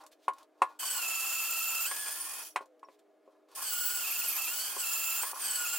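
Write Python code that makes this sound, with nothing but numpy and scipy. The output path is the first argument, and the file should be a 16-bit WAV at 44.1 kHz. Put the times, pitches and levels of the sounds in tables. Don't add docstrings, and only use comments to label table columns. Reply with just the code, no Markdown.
import sys
import numpy as np
from scipy import signal
from scipy.fft import rfft, irfft, next_fast_len
from scipy.io import wavfile
from scipy.ndimage import uniform_filter1d, map_coordinates

SR = 44100
rng = np.random.default_rng(int(sys.argv[2]) if len(sys.argv) > 2 else 0)


def wrap_up_sound(samples):
    columns = np.atleast_2d(samples).T
    tamed = np.clip(columns, -1, 1)
    steps = np.round(tamed * 32767).astype(np.int16)
    wavfile.write(sys.argv[1], SR, steps)


N = 254898


def amp(db):
    return 10 ** (np.asarray(db) / 20)


def unit(x):
    return x / np.sqrt(np.mean(x ** 2) + 1e-20)


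def clock():
    return np.arange(N) / SR


def along(points, hz):
    f, v = np.transpose(points)
    return np.interp(np.log(hz + 1), np.log(f + 1), v)


def curves(rows):
    s, *cols = np.transpose(rows)
    return [np.interp(clock(), s, c) for c in cols]


def wobble(rate):
    knots = rng.standard_normal(int(N * rate / SR) + 4)
    return map_coordinates(knots, [clock() * rate])


def swell(s, length):
    return np.exp(-(2 * (clock() - s) / length) ** 2)


def ramp(x, start, end):
    return np.clip((x - start) / (end - start), 0, 1)


def filtered(x, response):
    n = x.shape[-1]
    m = next_fast_len(n + 8192)
    spectrum = rfft(x, m) * response(np.fft.rfftfreq(m, 1 / SR))
    return irfft(spectrum, m)[..., :n]


def noise(spectrum):
    return unit(filtered(rng.standard_normal(N), lambda hz: amp(along(spectrum, hz))))


def add(track, s, sound):
    part = track[max(round(s * SR), 0):][:len(sound)]
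    part += sound[:len(part)]


# f/Hz, relative level/dB per Hz
AIR = [(30, -44), (130, -39), (200, -17), (280, -2), (420, -1), (620, 6.5), (800, -7.5), (1500, -14),
       (4000, -26.5), (15000, -35.5)]
HUM_LOW_DB, HUM_HIGH_DB, HUM_WAVER_DB = -73, -72.5, 1


def background():
    low_level = amp(HUM_LOW_DB + HUM_WAVER_DB * wobble(9.7))
    low = low_level * np.sin(2 * np.pi * 307 * clock() + 0.26 * wobble(14))
    high_level = amp(HUM_HIGH_DB + HUM_WAVER_DB * wobble(4))
    high = high_level * np.sin(2 * np.pi * 622 * clock() + 1.6 * wobble(30))
    return low + high + amp(-69.5) * noise(AIR)


# f/Hz, width/Hz, relative level/dB
HOUSING = [(303, 15, -15.5), (608, 60, -4.5), (778.5, 40, -3.5), (917, 45, 2), (1007, 45, -0.5),
           (1091.5, 29, 5.5), (1178, 26, -2.5), (1404, 99, -0.5), (1712, 30, -2), (1862, 73, -5),
           (2475, 55, 4), (2627, 50, -1.5)]


def housing(x):
    def modes(f):
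        total = 0
        for k, (center, width, db) in enumerate(HOUSING):
            resonance = 1j * f * width / (center * center - f * f + 1j * f * width)
            total = total + (-1) ** k * amp(db) * resonance
        return total

    return unit(filtered(x, modes))


# middle t/s, length/s, rub level/dB, brush level/dB
STROKES = [(0.021, 0.071, -52.5, -69), (0.127, 0.021, -84, -63.5), (0.253, 0.12, -81, -71.5),
           (.39, 0.082, -59, -66), (0.687, 0.16, -59, -70.5), (2.622, 0.054, -60, -69),
           (2.923, 0.079, -79, -74), (2.995, 0.012, -79, -67.5), (3.331, .14, -73.5, -84.5),
           (3.491, 0.012, -72, -77), (3.533, 0.052, -63, -62.5)]
# f/Hz, relative level/dB per Hz
BRUSH = [(300, -11.5), (1500, 1.5), (4000, 6), (8000, -1.5), (15000, -7.5)]
# t/s, level/dB before the attack and decay
TICKS = [(0.0365, -55.5), (0.064, -47), (0.1166, -59), (0.334, -54), (0.384, -53), (0.4289, -58),
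         (2.657, -61), (2.794, -65), (2.9917, -65), (3.5148, -56.5)]
# t/s, f/Hz, level/dB
SQUEAK = (2.852, 5500, -62)


def handling():
    rubbing = sum(amp(db) * swell(s, length) for s, length, db, _ in STROKES)
    brushing = sum(amp(db) * swell(s, length) for s, length, _, db in STROKES)
    rub = rubbing * amp(2 * wobble(50)) * housing(noise([(1100, 1.0), (2500, -20.5)]))
    brush = brushing * amp(3.5 * wobble(60) + 1.1 * wobble(1400)) * noise(BRUSH)
    taps, t = np.zeros(N), np.arange(SR // 10) / SR
    for s, db in TICKS:
        attack = 1 - np.exp(-t / 0.00069)
        add(taps, s, amp(db - 60 * t / 0.027) * attack)
    ticks = taps * noise([(500, -23), (3000, -0.5), (9000, 0), (15000, -10)])
    s, hz, db = SQUEAK
    squeak = amp(db) * swell(s, 0.01) * np.sin(2 * np.pi * hz * clock() + wobble(400))
    return rub + brush + squeak + ticks


# t/s, level/dB, treble relative level/dB, low modes change/dB
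CLACKS = [(0.041, -56, -20, 2), (0.28, -12, -22, -4), (0.618, -7, -17.5, -3.5), (0.829, -28.5, -14, -15),
          (1.911, -28, -5.5, -29), (2.559, -15, -10.5, -7.5), (2.607, -32, -22, 11.5),
          (2.829, -35.5, -20.5, -3), (2.885, -41.5, -19, 13), (3.276, -42.5, -31, 22),
          (4.765, -29, -35, 10), (5.232, -26, -11, -14), (5.331, -28, -32.5, 0.5)]
# f/Hz, relative level/dB, t60/s
CHUCK = [(273, -25, .06), (416.6, -13.5, 0.063), (528.6, -10.5, 0.078), (620, -18.5, .1), (750, -16, 0.046),
         (786, -24, 0.073), (880, -6.5, 0.041), (890, -2.5, 0.049), (1013, 2.5, .065), (1080.7, -3, 0.12),
         (1110, 0.5, 0.057), (1175, -15.5, .1), (1423, -8.5, 0.083), (1713, -18.5, .08), (2036, -30, 0.074),
         (2210, -22, 0.049), (2472, -20, .06), (2700, -15, .05)]
# f/Hz, relative level/dB per Hz
CRACK = [(100, -53.5), (200, -27.5), (400, 1), (1200, 8.5), (2500, 6), (3100, -2.5), (3800, -8.5),
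         (6000, -14.5), (8700, -8), (15000, -28)]


def clacks():
    out, t = np.zeros(N), np.arange(SR // 4) / SR
    hz, level, t60 = np.transpose(CHUCK)[:, :, None]
    crack = noise(CRACK)
    contact = 1 - np.exp(-(t / .0016) ** 2)
    for s, db, treble_db, low_db in CLACKS:
        hard = .9 * (treble_db + 15.5) * np.clip(np.log2(hz / 1000), 0, 1)
        size, turn = rng.standard_normal((2, len(CHUCK), 1))
        mode_db = level + hard + low_db * (hz < 700) + 2.2 * size - 60 * t / t60
        modes = amp(mode_db) * np.sin(2 * np.pi * hz * (t - .002) + 0.5 * turn)
        ring = modes.sum(0)
        burst = np.roll(crack, -round(s * SR))[:len(t)] * amp(-60 * t / 0.057)
        blow = contact * (amp(db - 0.5) * ring / abs(ring).max() + amp(db + treble_db) * burst)
        add(out, s, blow)
        add(out, s + .0105, amp(-24.5) * blow)
    return filtered(out, lambda hz: 1 / (1 + (170 / (hz + 1)) ** 4))


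# from t/s, to t/s
BORES = [(0.789, 2.47), (3.548, 5.8)]
SPIN_UP_S, RUN_DOWN_DB_PER_S = .01, 341.5


def trigger():
    t = clock()
    drive = 0
    for on, off in BORES:
        drive = drive + ramp(t, on, on + SPIN_UP_S) * amp(-RUN_DOWN_DB_PER_S * np.maximum(t - off, 0))
    return drive


# t/s, time to bite/s, then base level/dB of
PUSHES = [ (.79, 0.79, -50, -47.5, -47.5, -39.5, -46.5, -52.5),
          (3.55, 0.23, -53.5, -53.5, -49.5, -38, -45, -60),
          (4.0, 0.013, -57.5, -49.5, -53, -41.5, -45, -55),
          (4.76, .12, -52.5, -50.5, -45.5, -44.5, -34, -53.5), (5.36, 0.6, -49, -50, -45, -44, -34, -52), ]


def grip():
    pushes = np.array(PUSHES)
    current = np.maximum(np.searchsorted(pushes[:, 0], clock()) - 1, 0)
    start, bite_s, *levels = pushes[current].T
    bitten = ramp(clock(), start, start + bite_s)
    return uniform_filter1d(np.array([bitten, *levels]), size=SR // 20, axis=1)


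# t/s, share of speed lost
SNAGS = [(4.049, 0.061), (4.116, .15), (4.165, 0.0419), (4.223, .09), (4.286, .22), (4.331, .2),
         (4.363, .21), (4.464, 0.0519), (5.662, 0.067)]


def snags():
    return sum(lost * np.exp(-((clock() - s) / .011) ** 2) for s, lost in SNAGS)


def tooth_tone(angle, order, jitter, flutter_db):
    wave = np.sin(order * angle + jitter * wobble(420))
    return unit(wave * amp(flutter_db * np.clip(wobble(110), -2, 2)))


# f/Hz, half width/Hz, lift/dB
GEARBOX = [(1447, 60, 6), (2648, 76, 9.5), (4590, 190, 15), (8100, 440, 7.5)]


def gearbox(speed, order):
    gain = 1
    for hz, width, db in GEARBOX:
        gain = gain + (amp(db) - 1) / (1 + ((order * speed - hz) / width) ** 2)
    return gain


def gear_tones(speed, cut, snag, load, slack, low_db, high_db, whine_db, squeal_db, rasp_db):
    angle = 2 * np.pi * np.cumsum(speed) / SR
    low = tooth_tone(angle, order=9, jitter=.65 - .55 * load, flutter_db=1.5)
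    tones = amp(low_db - 20 * snag + .8 * np.cos(cut)) * gearbox(speed, order=9) * low
    chatter = tooth_tone(angle, order=18, jitter=.8 - .55 * load + 5 * snag, flutter_db=2.2)
    tones += amp(high_db - 4.2 * snag + 1.1 * np.sin(2 * cut)) * gearbox(speed, order=18) * chatter
    whine = tooth_tone(angle, order=48, jitter=.95, flutter_db=3.5)
    tones += amp(whine_db + 1.4 * np.sin(cut)) * gearbox(speed, order=48) * whine
    tones += amp(squeal_db + 43 * snag) * tooth_tone(angle, order=96, jitter=0.61, flutter_db=4.0)
    faint = tooth_tone(angle, order=27, jitter=0.95, flutter_db=4.5)
    tones += amp(rasp_db - 15) * gearbox(speed, order=27) * faint
    tones += amp(rasp_db - 14.0) * tooth_tone(angle, order=66, jitter=.7, flutter_db=-2)
    tones += amp(-54) * slack * tooth_tone(angle, order=27, jitter=0.24, flutter_db=11)
    return tones


# middle t/s, length/s, level/dB
RATTLES = [(0.837, .03, -49), (0.975, 0.069, -46.5), (1.912, .03, -48), (2.242, 0.24, -54.5),
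           (3.598, .07, -45), (4.37, .04, -51), (4.518, .03, -54), (4.79, .04, -55), (5.268, 0.069, -49.5),
           (5.365, .09, -46), (5.5, .04, -54)]


def rattle(throb, level_db):
    steady = housing(throb * noise([(1100, -1), (2500, -1)]))
    shell = amp(level_db + 2.6 * wobble(25)) * steady
    bursts = sum(amp(db) * swell(s, length) for s, length, db in RATTLES)
    return shell + bursts * housing(throb * noise([(600, -5), (1100, 7), (2500, -16)]))


# middle t/s, length/s, change/dB
LIFTS = [(0.802, 0.089, -2.5), (3.567, .05, -0.5), (4.757, 0.071, -3), (5.333, .015, -21),
         (5.365, 0.043, 0.5)]


def bit_touch():
    return amp(sum(db * swell(s, length) for s, length, db in LIFTS))


# t/s, turns per s
SPEED = [
    [(.79, 169), (.92, 168), (1.04, 148), (1.855, 150), (1.89, 182), (2, 190), (2.08, 184), (2.17, 197),
     (2.39, 204), (2.45, 214)],
    [(3.55, 192), (3.6, 204), (3.63, 178), (3.73, 160), (3.94, 163), (4.08, 150), (4.23, 160), (4.37, 148),
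     (4.48, 147), (4.54, 163), (4.76, 180), (4.85, 149), (5.205, 150), (5.225, 178), (5.32, 201),
     (5.335, 213), (5.375, 214), (5.43, 176), (5.67, 154)],
]
# f/Hz, relative level/dB per Hz
RASP = [(30, -19.5), (170, -19.5), (300, -19.5), (900, -5.5), (2100, -7), (3200, 1.5), (3850, -10),
        (4500, 0), (5800, -1), (7500, 0.5), (10000, 2), (12500, 1), (15800, -2)]
LOADED_SPEED, EASY_SPEED, FREE_SPEED, SLACK_SPEED = 150, 173, 201.7, 215.2
RASP_DB = -47.5
SHALLOW_LOW_DB, SHALLOW_HIGH_DB, SHALLOW_TOP_DB = -5, 0, -12
EASE_LOW_DB, EASE_HIGH_DB, EASE_WHINE_DB = -14, -24, 0.5
EASE_SQUEAL_DB, EASE_FIZZ_DB, EASE_RASP_DB = -14, -11, -5.5
SLACK_RASP_DB, SLACK_WHINE_DB, SLACK_RATTLE_DB = -4.5, -12, -10.5


def drill():
    speed, = curves(np.vstack(SPEED))
    bitten, low_db, high_db, whine_db, squeal_db, fizz_db, rattle_db = grip()
    shallow = 1 - bitten
    load = ramp(speed, FREE_SPEED, LOADED_SPEED)
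    ease = ramp(speed, EASY_SPEED, FREE_SPEED)
    slack = ramp(speed, FREE_SPEED, SLACK_SPEED)

    rasp_db = RASP_DB + EASE_RASP_DB * ease + SLACK_RASP_DB * slack
    low_db = low_db + SHALLOW_LOW_DB * shallow + EASE_LOW_DB * (ease ** 2 + slack)
    high_db = high_db + SHALLOW_HIGH_DB * shallow + EASE_HIGH_DB * ease
    whine_db = whine_db + EASE_WHINE_DB * ease + SLACK_WHINE_DB * slack
    squeal_db = squeal_db + SHALLOW_TOP_DB * shallow + EASE_SQUEAL_DB * ease
    fizz_db = fizz_db + SHALLOW_TOP_DB * shallow + EASE_FIZZ_DB * ease + SLACK_RASP_DB * slack
    rattle_db = rattle_db + SLACK_RATTLE_DB * slack

    cut = 2 * np.pi * np.cumsum(speed) / SR / 9
    snag = snags()
    swing = .012 * np.sin(cut) + .016 * np.sin(2 * cut) + .008 * wobble(90)
    speed = speed * (1 - snag + (1 + load) / 2 * swing)
    tones = gear_tones(speed, cut, snag, load, slack, low_db, high_db, whine_db, squeal_db, rasp_db)

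    edges_db = .9 * np.sin(cut) + .7 * np.sin(2 * cut) + .4 * np.sin(3 * cut)
    throb = amp(edges_db + .7 * wobble(160) + 1.5 * wobble(1500))
    rasp = amp(rasp_db + 9) * throb * noise(RASP)
    fizz_noise = noise([(6000, -35), (10000, -8.5), (13000, 3.5), (14500, -3.5), (15800, 6)])
    fizz = amp(fizz_db) * throb * fizz_noise
    shell = rattle(throb, rattle_db)
    touch = bit_touch()
    chips = amp(rasp_db + 10.5) * throb * noise(RASP)
    direct = touch * (touch * tones + rasp + fizz) + shell
    return trigger() * np.array([direct, touch * chips])


# t/s, f/Hz, level/dB
COAST = [(2.5, 590, -76), (2.62, 545, -64), (2.7, 514, -58.5), (2.8, 472, -75), (3.0, 400, -75)]


def coast():
    hz, db = curves(COAST)
    started = clock() > COAST[0][0]
    return amp(db) * started * np.sin(2 * np.pi * np.cumsum(hz) / SR + .3 * wobble(32))


# f/Hz, t60/s
ROOM = [(200, 0.095), (1500, 0.11), (6000, 0.075), (15000, 0.093)]


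def room(x):
    hz, t, z = signal.stft(rng.standard_normal(SR // 3), SR, nperseg=256)
    decay = amp(-60 * t / along(ROOM, hz)[:, None])
    tail = signal.istft(z * decay, SR, nperseg=256)[1]
    delayed = np.pad(tail, (90, 0))
    return signal.fftconvolve(x, delayed / np.linalg.norm(tail))[:N]


# f/Hz, gain/dB
SIDE = [(60, 5.5), (110, 8), (200, 5), (380, 1), (700, -6.5), (1290, -9), (2380, -12.5), (4400, -2.5),
        (8120, -2), (15000, -4.5)]


def scene():
    direct, scattered = drill()
    steady = direct + handling() + coast() + background()
    knocks = clacks()
    mid = steady + amp(-6) * room(steady) + knocks + amp(-9.0) * room(knocks)
    reflections = room(amp(-8.5) * steady + amp(-12.0) * knocks)
    side = filtered(scattered + reflections, lambda hz: amp(along(SIDE, hz)))

    def lean(hz):
        return amp(along([(1500, 0.24), (5000, -0.56)], hz) * np.array([[1], [-1]]))

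    return filtered(np.array([mid + side, mid - side]), lean)


TOP_HZ = 15900


def record(dry):
    return filtered(dry, lambda hz: 1 / (1 + (hz / TOP_HZ) ** 500))


dry = scene()
out = record(dry)
wrap_up_sound(out)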